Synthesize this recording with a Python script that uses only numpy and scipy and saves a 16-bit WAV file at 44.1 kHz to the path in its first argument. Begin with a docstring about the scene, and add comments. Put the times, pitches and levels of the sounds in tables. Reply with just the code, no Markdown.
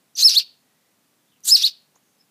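"""A sparrow chick in a wicker basket begs twice, close by, in a quiet room.
Each call starts with tiny gliding pips and a hoarse rasp of shaped noise and shaky tones.
It breaks into two whistles, a high arch and a lower upward slur with a flutter, made from sine waves.
Decaying noise makes the echoes. Faint beak clicks, puffs, taps and far whistles sit in a soft hush."""
import sys
import numpy as np
from scipy import signal
from scipy.fft import rfft, irfft
from scipy.io import wavfile

SR = 44100
rng = np.random.default_rng(int(sys.argv[2]) if len(sys.argv) > 2 else 0)


def store_pcm(level_fs):
    """Save levels as 16-bit WAV."""
    pcm = np.round(np.clip(level_fs, -1, 1) * 32767).astype(np.int16)
    wavfile.write(sys.argv[1], SR, np.atleast_2d(pcm).T)


N = 101430
T = np.arange(N) / SR  # time of every sample, in s


def from_db(db):
    """Turn decibels into a gain, where 20 dB is ten times the amplitude."""
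    return 10 ** (np.asarray(db) / 20)


def rms_one(x):
    """Scale a signal so that its average power is 1."""
    return x / np.sqrt(np.mean(x ** 2) + 1e-20)


def filtered(x, order, cut_hz, kind="low"):
    """Keep only the low, high or middle part of a sound."""
    return signal.sosfilt(signal.butter(order, cut_hz, kind, fs=SR, output="sos"), x)


def coloured(x, spectrum):
    """Make each frequency louder or softer, along a curve drawn on a logarithmic frequency scale."""
    hz, db = np.transpose(spectrum)
    f = np.maximum(np.fft.rfftfreq(len(x), 1 / SR), 1)
    gain = from_db(np.interp(np.log(f), np.log(hz), db))
    return irfft(rfft(x) * gain, len(x))


def noise(spectrum):
    """Random hiss with the given tone colour, scaled to power 1."""
    return rms_one(coloured(rng.standard_normal(N), spectrum))


def drift(hz):
    """Random wandering around zero: smoothed noise, up to about the given rate, with spread 1."""
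    wander = filtered(rng.standard_normal(N + SR), 2, hz)
    return rms_one(wander[SR:])  # drop the first second, while the filter settles


def gate(start, end, fade_s):
    """Open between start and end, with straight fades inside."""
    return np.clip(np.minimum(T - start, end - T) / fade_s, 0, 1)


def bumps(events, width_s):
    """Short, smooth bell-shaped swells at the listed times and levels."""
    return sum(from_db(db) * np.exp(-((T - s) / width_s) ** 2) for s, db in events)


def phase_of(hz):
    """Add up a changing pitch to get the running phase of its wave."""
    return 2 * np.pi * np.cumsum(hz) / SR


# extra tones at 0.5, 1.5 and 2.5 times the pitch, when the note is high: level/dB
HALF_PARTIALS_DB = [-40.5, -32, -28.5]
DOUBLING_ABOVE_HZ = 4850
JITTER, WEAK_JITTER = 0.0017, 0.043  # pitch wobble as a share of the pitch: always, and added when weak
CLEAN_ABOVE_DB, SHIMMER_DB = -15.5, 1.13
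OVERTONE_FLICKER_DB, OVERTONE_PHASE_NOISE_RAD = 3, .4
BEAK_CUT_HZ = 14500


def note(curve, partials):
    """A whistle is steady when loud and shaky when weak; high up, its wave repeats only every second cycle."""
    s, pitch, level = np.transpose(curve)
    hz, db = np.interp(T, s, pitch), np.interp(T, s, level)
    weak = np.clip((CLEAN_ABOVE_DB - db) / 10, 0, 1)
    phase = phase_of(hz * (1 + (JITTER + WEAK_JITTER * weak) * drift(370)))

    def overtone(multiple, partial_db):
        """A ragged overtone wanders in both loudness and phase."""
        loudness = from_db(partial_db + OVERTONE_FLICKER_DB * drift(140))
        return loudness * np.sin(multiple * phase + OVERTONE_PHASE_NOISE_RAD * drift(560))

    upper = sum(overtone(k + 2, partial_db) for k, partial_db in enumerate(partials[1:]))
    halves = sum(overtone(k + .5, partial_db) for k, partial_db in enumerate(HALF_PARTIALS_DB))
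    doubled = np.clip((hz - DOUBLING_ABOVE_HZ) / 200, 0, 1)
    overtones = filtered(upper + doubled * halves, 4, BEAK_CUT_HZ)
    fundamental = from_db(partials[0]) * np.sin(phase)
    loudness = from_db(db + SHIMMER_DB * drift(250)) * gate(s[0], s[-1], .003)
    return np.sqrt(2) * loudness * (fundamental + overtones)


# the high note of each call, before its overtones: t/s, f/Hz, level/dB
ARCHES = [
    [(.214, 3850, -36), (.224, 3980, -22), (.227, 4060, -13), (.235, 4280, -9), (.239, 4750, -18),
     (.243, 5200, -12), (.252, 5430, -6.5), (.268, 5170, -8), (.276, 5020, -8), (.279, 4600, -13),
     (.288, 4050, -11), (.293, 3750, -26)],
    [(1.470, 3450, -42), (1.495, 3950, -23), (1.505, 4280, -20), (1.510, 4680, -15), (1.518, 5100, -12),
     (1.528, 5230, -7), (1.538, 5100, -9), (1.548, 5280, -9), (1.552, 4780, -8), (1.560, 4200, -10),
     (1.567, 3750, -26)],
]
# harmonics 1 to 4 of the arch, relative to the note: level/dB
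ARCH_PARTIALS = [0, -22, -22.5, -44]
# moments when the voice changes register and the note nearly stops: t/s
BREAKS = [.278, 1.5413, 1.550]
BREAK_S, BREAK_DEPTH = .0008, .9


def arches():
    """The high notes dip for an instant wherever the voice changes register."""
    breaks = sum(np.exp(-((T - s) / BREAK_S) ** 2) for s in BREAKS)
    return sum(note(curve, ARCH_PARTIALS) for curve in ARCHES) * (1 - BREAK_DEPTH * breaks)


# the lower, upward note of each call, before its overtones: t/s, f/Hz, level/dB
SLURS = [
    [(.333, 2350, -45), (.350, 3105, -29.5), (.360, 3442, -19.5), (.367, 3716, -13), (.378, 4400, -9.5),
     (.386, 4520, -9), (.391, 4200, -18.5), (.396, 3500, -27.5), (.408, 2780, -33), (.428, 2850, -44.5)],
    [(1.620, 3063, -43.5), (1.634, 3444, -21.5), (1.642, 3727, -13), (1.651, 4250, -12.5),
     (1.657, 4520, -14.5), (1.667, 4333, -12.5), (1.672, 3886, -22), (1.682, 3600, -23)],
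]
# harmonics 1 to 4 of the slur, relative to the note: level/dB
SLUR_PARTIALS = [0.5, -28, -22, -36.5]
# when the flutter of each slur starts: t/s
SLUR_FLUTTERS_FROM = [.380, 1.653]
FLUTTER_HZ, FLUTTER_DEPTH = 330, .8  # the rate is an average


def slurs():
    """Near its top, each slur is chopped by a fast, slightly uneven rise and fall in loudness."""
    out = np.zeros(N)
    for curve, start in zip(SLURS, SLUR_FLUTTERS_FROM):
        rate = FLUTTER_HZ * (1 + .15 * drift(153)) * (T > start)
        closing = np.sin(phase_of(rate) / 2) ** 2
        out += note(curve, SLUR_PARTIALS) * (1 - FLUTTER_DEPTH * closing ** 2)
    return out


# the hoarse part of each call: t/s, level/dB of the throaty rasp, level/dB of the bright hiss
RASPS = [
    [(.152, -57.5, -58), (.172, -34.5, -41), (.194, -21.5, -32.5), (.222, -21.5, -27), (.230, -38.5, -28.5),
     (.240, -30, -29.5), (.250, -38.5, -47.5), (.272, -43, -42), (.286, -36, -32.5), (.294, -18.5, -30),
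     (.328, -23.5, -45.5), (.350, -22, -31), (.360, -29, -32.5), (.374, -42, -51.5), (.382, -29.5, -32),
     (.397, -19.5, -34.5), (.416, -34, -50.5), (.445, -49, -70)],
    [(1.433, -63, -53), (1.461, -48, -27.5), (1.485, -28, -20), (1.504, -34, -23), (1.514, -45.5, -25),
     (1.530, -43.5, -41.5), (1.558, -38.5, -38), (1.567, -20.5, -29), (1.605, -26, -46),
     (1.630, -20.5, -33), (1.638, -37, -40.5), (1.649, -37.5, -39.5), (1.656, -24.5, -32),
     (1.682, -25, -42.5), (1.700, -37, -58), (1.730, -52, -80)],
]
# tone colour of the throaty rasp: f/Hz, relative level/dB
THROAT = [(100, -69.5), (500, -48), (1000, -34), (1600, -27.5), (2100, -26.5), (2650, -13), (3100, -13),
          (3900, -1.5), (4700, 3), (5600, -7), (6400, -17.5), (8500, -31), (11500, -29.5), (15500, -23.5)]
# tone colour of the bright hiss: f/Hz, relative level/dB
HISS = [(100, -68), (700, -41.5), (1100, -30.5), (1500, -20.5), (2150, -26.5), (2750, -17), (3600, -10),
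        (5000, -7.5), (6200, -0.5), (7300, 1), (8400, -1.5), (9800, -5), (11800, -2), (13500, -6),
        (15500, -12)]
RASP_FLICKER_HZ, RASP_FADE_S, RASP_LOW_CUT_HZ = 257, .012, 900
RASP_FLICKER_DB, HISS_FLICKER_DB = 1, -3.3  # opposite signs: one gets louder as the other gets softer


def rasps():
    """The voice vibrates chaotically in uneven bursts, ringing the throat and hissing through the open beak."""
    out = np.zeros(N)
    for curve in RASPS:
        s, throat_db, hiss_db = np.transpose(curve)
        bursts = drift(RASP_FLICKER_HZ)
        throat = rms_one(noise(THROAT) * from_db(RASP_FLICKER_DB * bursts))
        hiss = rms_one(noise(HISS) * from_db(HISS_FLICKER_DB * bursts))
        throat = throat * from_db(np.interp(T, s, throat_db))
        hiss = hiss * from_db(np.interp(T, s, hiss_db))
        out += (throat + hiss) * gate(s[0], s[-1], RASP_FADE_S)
    return filtered(out, 3, RASP_LOW_CUT_HZ, "high")


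# hoarse, half-formed tones that glide inside the rasp: t/s, centre f/Hz, level/dB
STRANDS = [
    [(.176, 5950, -27), (.194, 6450, -25.5), (.212, 6400, -22.5), (.228, 6000, -21)],
    [(.290, 5800, -20), (.300, 5650, -20.5), (.320, 5150, -24), (.338, 4950, -24), (.352, 5900, -28),
     (.366, 7350, -39.5)],
    [(1.450, 8900, -39), (1.476, 8300, -26.5), (1.486, 7350, -20), (1.504, 6950, -20), (1.513, 7400, -23.5)],
    [(1.565, 5100, -31), (1.573, 5600, -26), (1.590, 5300, -29.5), (1.610, 4950, -31), (1.626, 5650, -23),
     (1.642, 7400, -45)],
]
STRAND_WANDER_HZ, STRAND_LOW_CUT_HZ = 320, 2500
STRAND_OCTAVE_DB, STRAND_EVENNESS = -15.5, .35  # evenness 1 would remove all random swings in level


def strands():
    """Random swings in phase and level blur each gliding tone and its octave into a hoarse band."""
    out = np.zeros(N)
    for curve in STRANDS:
        s, pitch, level = np.transpose(curve)
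        chaos = drift(STRAND_WANDER_HZ) + 1j * drift(STRAND_WANDER_HZ)
        phase = phase_of(np.interp(T, s, pitch)) + np.angle(chaos)
        wave = np.sin(phase) + from_db(STRAND_OCTAVE_DB) * np.sin(2 * phase)
        tone = np.abs(chaos) ** (1 - STRAND_EVENNESS) * wave
        out += rms_one(tone) * from_db(np.interp(T, s, level)) * gate(s[0], s[-1], .003)
    return filtered(out, 4, STRAND_LOW_CUT_HZ, "high")


# pips as the voice starts and catches:
# t/s, length/s, start f/Hz, end f/Hz, level/dB, pitch wobble (share of f)
PIPS = [(.152, 0.013, 5726, 6200, -36, 0.024), (1.4357, 0.0083, 5780, 6380, -43, .015),
        (1.44, 0.011, 6250, 6400, -45.5, 0.013)]
PIP_OCTAVE_DB = -25.5


def pips():
    """As the voice catches, a thin, shaky tone and its faint octave glide from one pitch to another."""
    out = np.zeros(N)
    for start, length, from_hz, to_hz, db, unsteady in PIPS:
        hz = np.interp(T, [start, start + length], [from_hz, to_hz])
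        phase = phase_of(hz * (1 + unsteady * drift(400)))
        wave = np.sin(phase) + from_db(PIP_OCTAVE_DB) * np.sin(2 * phase)
        out += np.sqrt(2) * from_db(db) * gate(start, start + length, .002) * wave
    return out


# the beak opening and closing: t/s, level/dB
BEAK_CLICKS = [(1.406, -54), (1.4307, -52), (1.822, -58)]
# tone colour of the clicks: f/Hz, relative level/dB
BEAK_CLICK = [(2000, -26.5), (5000, -7), (8000, -1), (11000, -4), (14000, -6)]
BEAK_CLICK_S = .0007


def beak_clicks():
    """The beak ticks faintly as it parts and shuts: very short swells of bright noise."""
    return noise(BEAK_CLICK) * bumps(BEAK_CLICKS, BEAK_CLICK_S)


# faint puffs at the peak of each arch: t/s, level/dB
PUFFS = [(.254, -53.5), (1.53, -68.5)]
# tone colour of the puffs: f/Hz, relative level/dB
PUFF = [(20, -6.5), (60, 0), (150, -3.5), (400, -12), (750, -8.5), (1300, -28.5)]
PUFF_WIDTH_S = 0.0037


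def puffs():
    """A short swell of low noise makes a soft bump under the peak of each call."""
    return noise(PUFF) * bumps(PUFFS, PUFF_WIDTH_S)


# soft taps as the chick shifts: t/s, starting level/dB
TAPS = [(1.947, -60), (1.961, -57)]
TAP_BAND_HZ, TAP_T60_S = (450, 1200), 0.031  # T60 is the time to fall by 60 dB


def taps():
    """The chick shifts with dull knocks: low-to-middle noise that starts at once and dies quickly."""
    envelope = sum(from_db(db - 60 * np.abs(T - s) / TAP_T60_S) * (T >= s) for s, db in TAPS)
    return envelope * rms_one(filtered(rng.standard_normal(N), 3, TAP_BAND_HZ, "band"))


def reflections(x, t60_s, delay_s):
    """Many dense echoes start after a delay and die away; together they have energy 1."""
    response = rng.standard_normal(N) * from_db(-60 * T / t60_s) * (T > delay_s)
    return signal.fftconvolve(x, response / np.linalg.norm(response))[:N]


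# tone colour of all the echoes: f/Hz, gain level/dB
ROOM_COLOUR = [(500, -16), (2000, -1.5), (3000, 5.5), (3500, -1.5), (4000, -5), (4450, -4), (4800, -2.5),
               (5300, -7), (7000, -9), (15000, -11)]
NEAR_DB, NEAR_T60_S, NEAR_DELAY_S = -24.5, .06, 0.00094
ROOM_DB, ROOM_T60_S, ROOM_DELAY_S = -20.5, 0.34, .008


def echoes(chick):
    """Things close by send back quick echoes, and the room adds a longer tail."""
    near = from_db(NEAR_DB) * reflections(chick, NEAR_T60_S, NEAR_DELAY_S)
    room = from_db(ROOM_DB) * reflections(chick, ROOM_T60_S, ROOM_DELAY_S)
    return coloured(near + room, ROOM_COLOUR)


# thin whistles far away:
# t/s, length/s, start f/Hz, end f/Hz, average level/dB inside the fades, pitch wobble (share of f)
FAR_WHISTLES = [(0.596, 0.38, 1879, 1990, -78, .008), (1.251, 0.092, 3590, 3400, -71.5, .05),
                (1.299, 0.092, 3130, 2750, -70, .05), (1.949, 0.035, 6500, 6600, -61, 0.043),
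                (1.975, 0.23, 6570, 6310, -76, 0.022), (2.185, 0.067, 5200, 5150, -63, .004)]


def far_whistles():
    """Random changes in pitch and loudness blur thin tones that lie barely above the hush."""
    out = np.zeros(N)
    for start, length, from_hz, to_hz, db, unsteady in FAR_WHISTLES:
        hz = np.interp(T, [start, start + length], [from_hz, to_hz])
        tone = np.sin(phase_of(hz * (1 + unsteady * drift(250))))
        out += np.sqrt(2) * from_db(db) * gate(start, start + length, length / 3) * drift(85) * tone
    return out


# tone colour of the quiet room: f/Hz, relative level/dB
FLOOR = [(25, -44.5), (60, -25.5), (100, -9), (150, -1), (250, 0), (350, -6.5), (600, -8), (1500, -12),
         (4000, -14), (10000, -16), (15500, -17.5)]
FLOOR_DB = -65


def hush():
    """The quiet room is a steady, mostly low noise."""
    return from_db(FLOOR_DB) * noise(FLOOR)


def scene():
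    """Only the chick's voice and beak clicks get echoes; the other sounds are added as they are."""
    chick = arches() + slurs() + rasps() + strands() + pips() + beak_clicks()
    return (chick + puffs() + taps() + echoes(chick) + far_whistles() + hush())[None]


CUTOFF_HZ = 15400


def record(dry):
    """A steep filter removes the very highest treble."""
    return signal.sosfilt(signal.ellip(12, .1, 90, CUTOFF_HZ, fs=SR, output="sos"), dry)


dry = scene()
out = record(dry)
store_pcm(out)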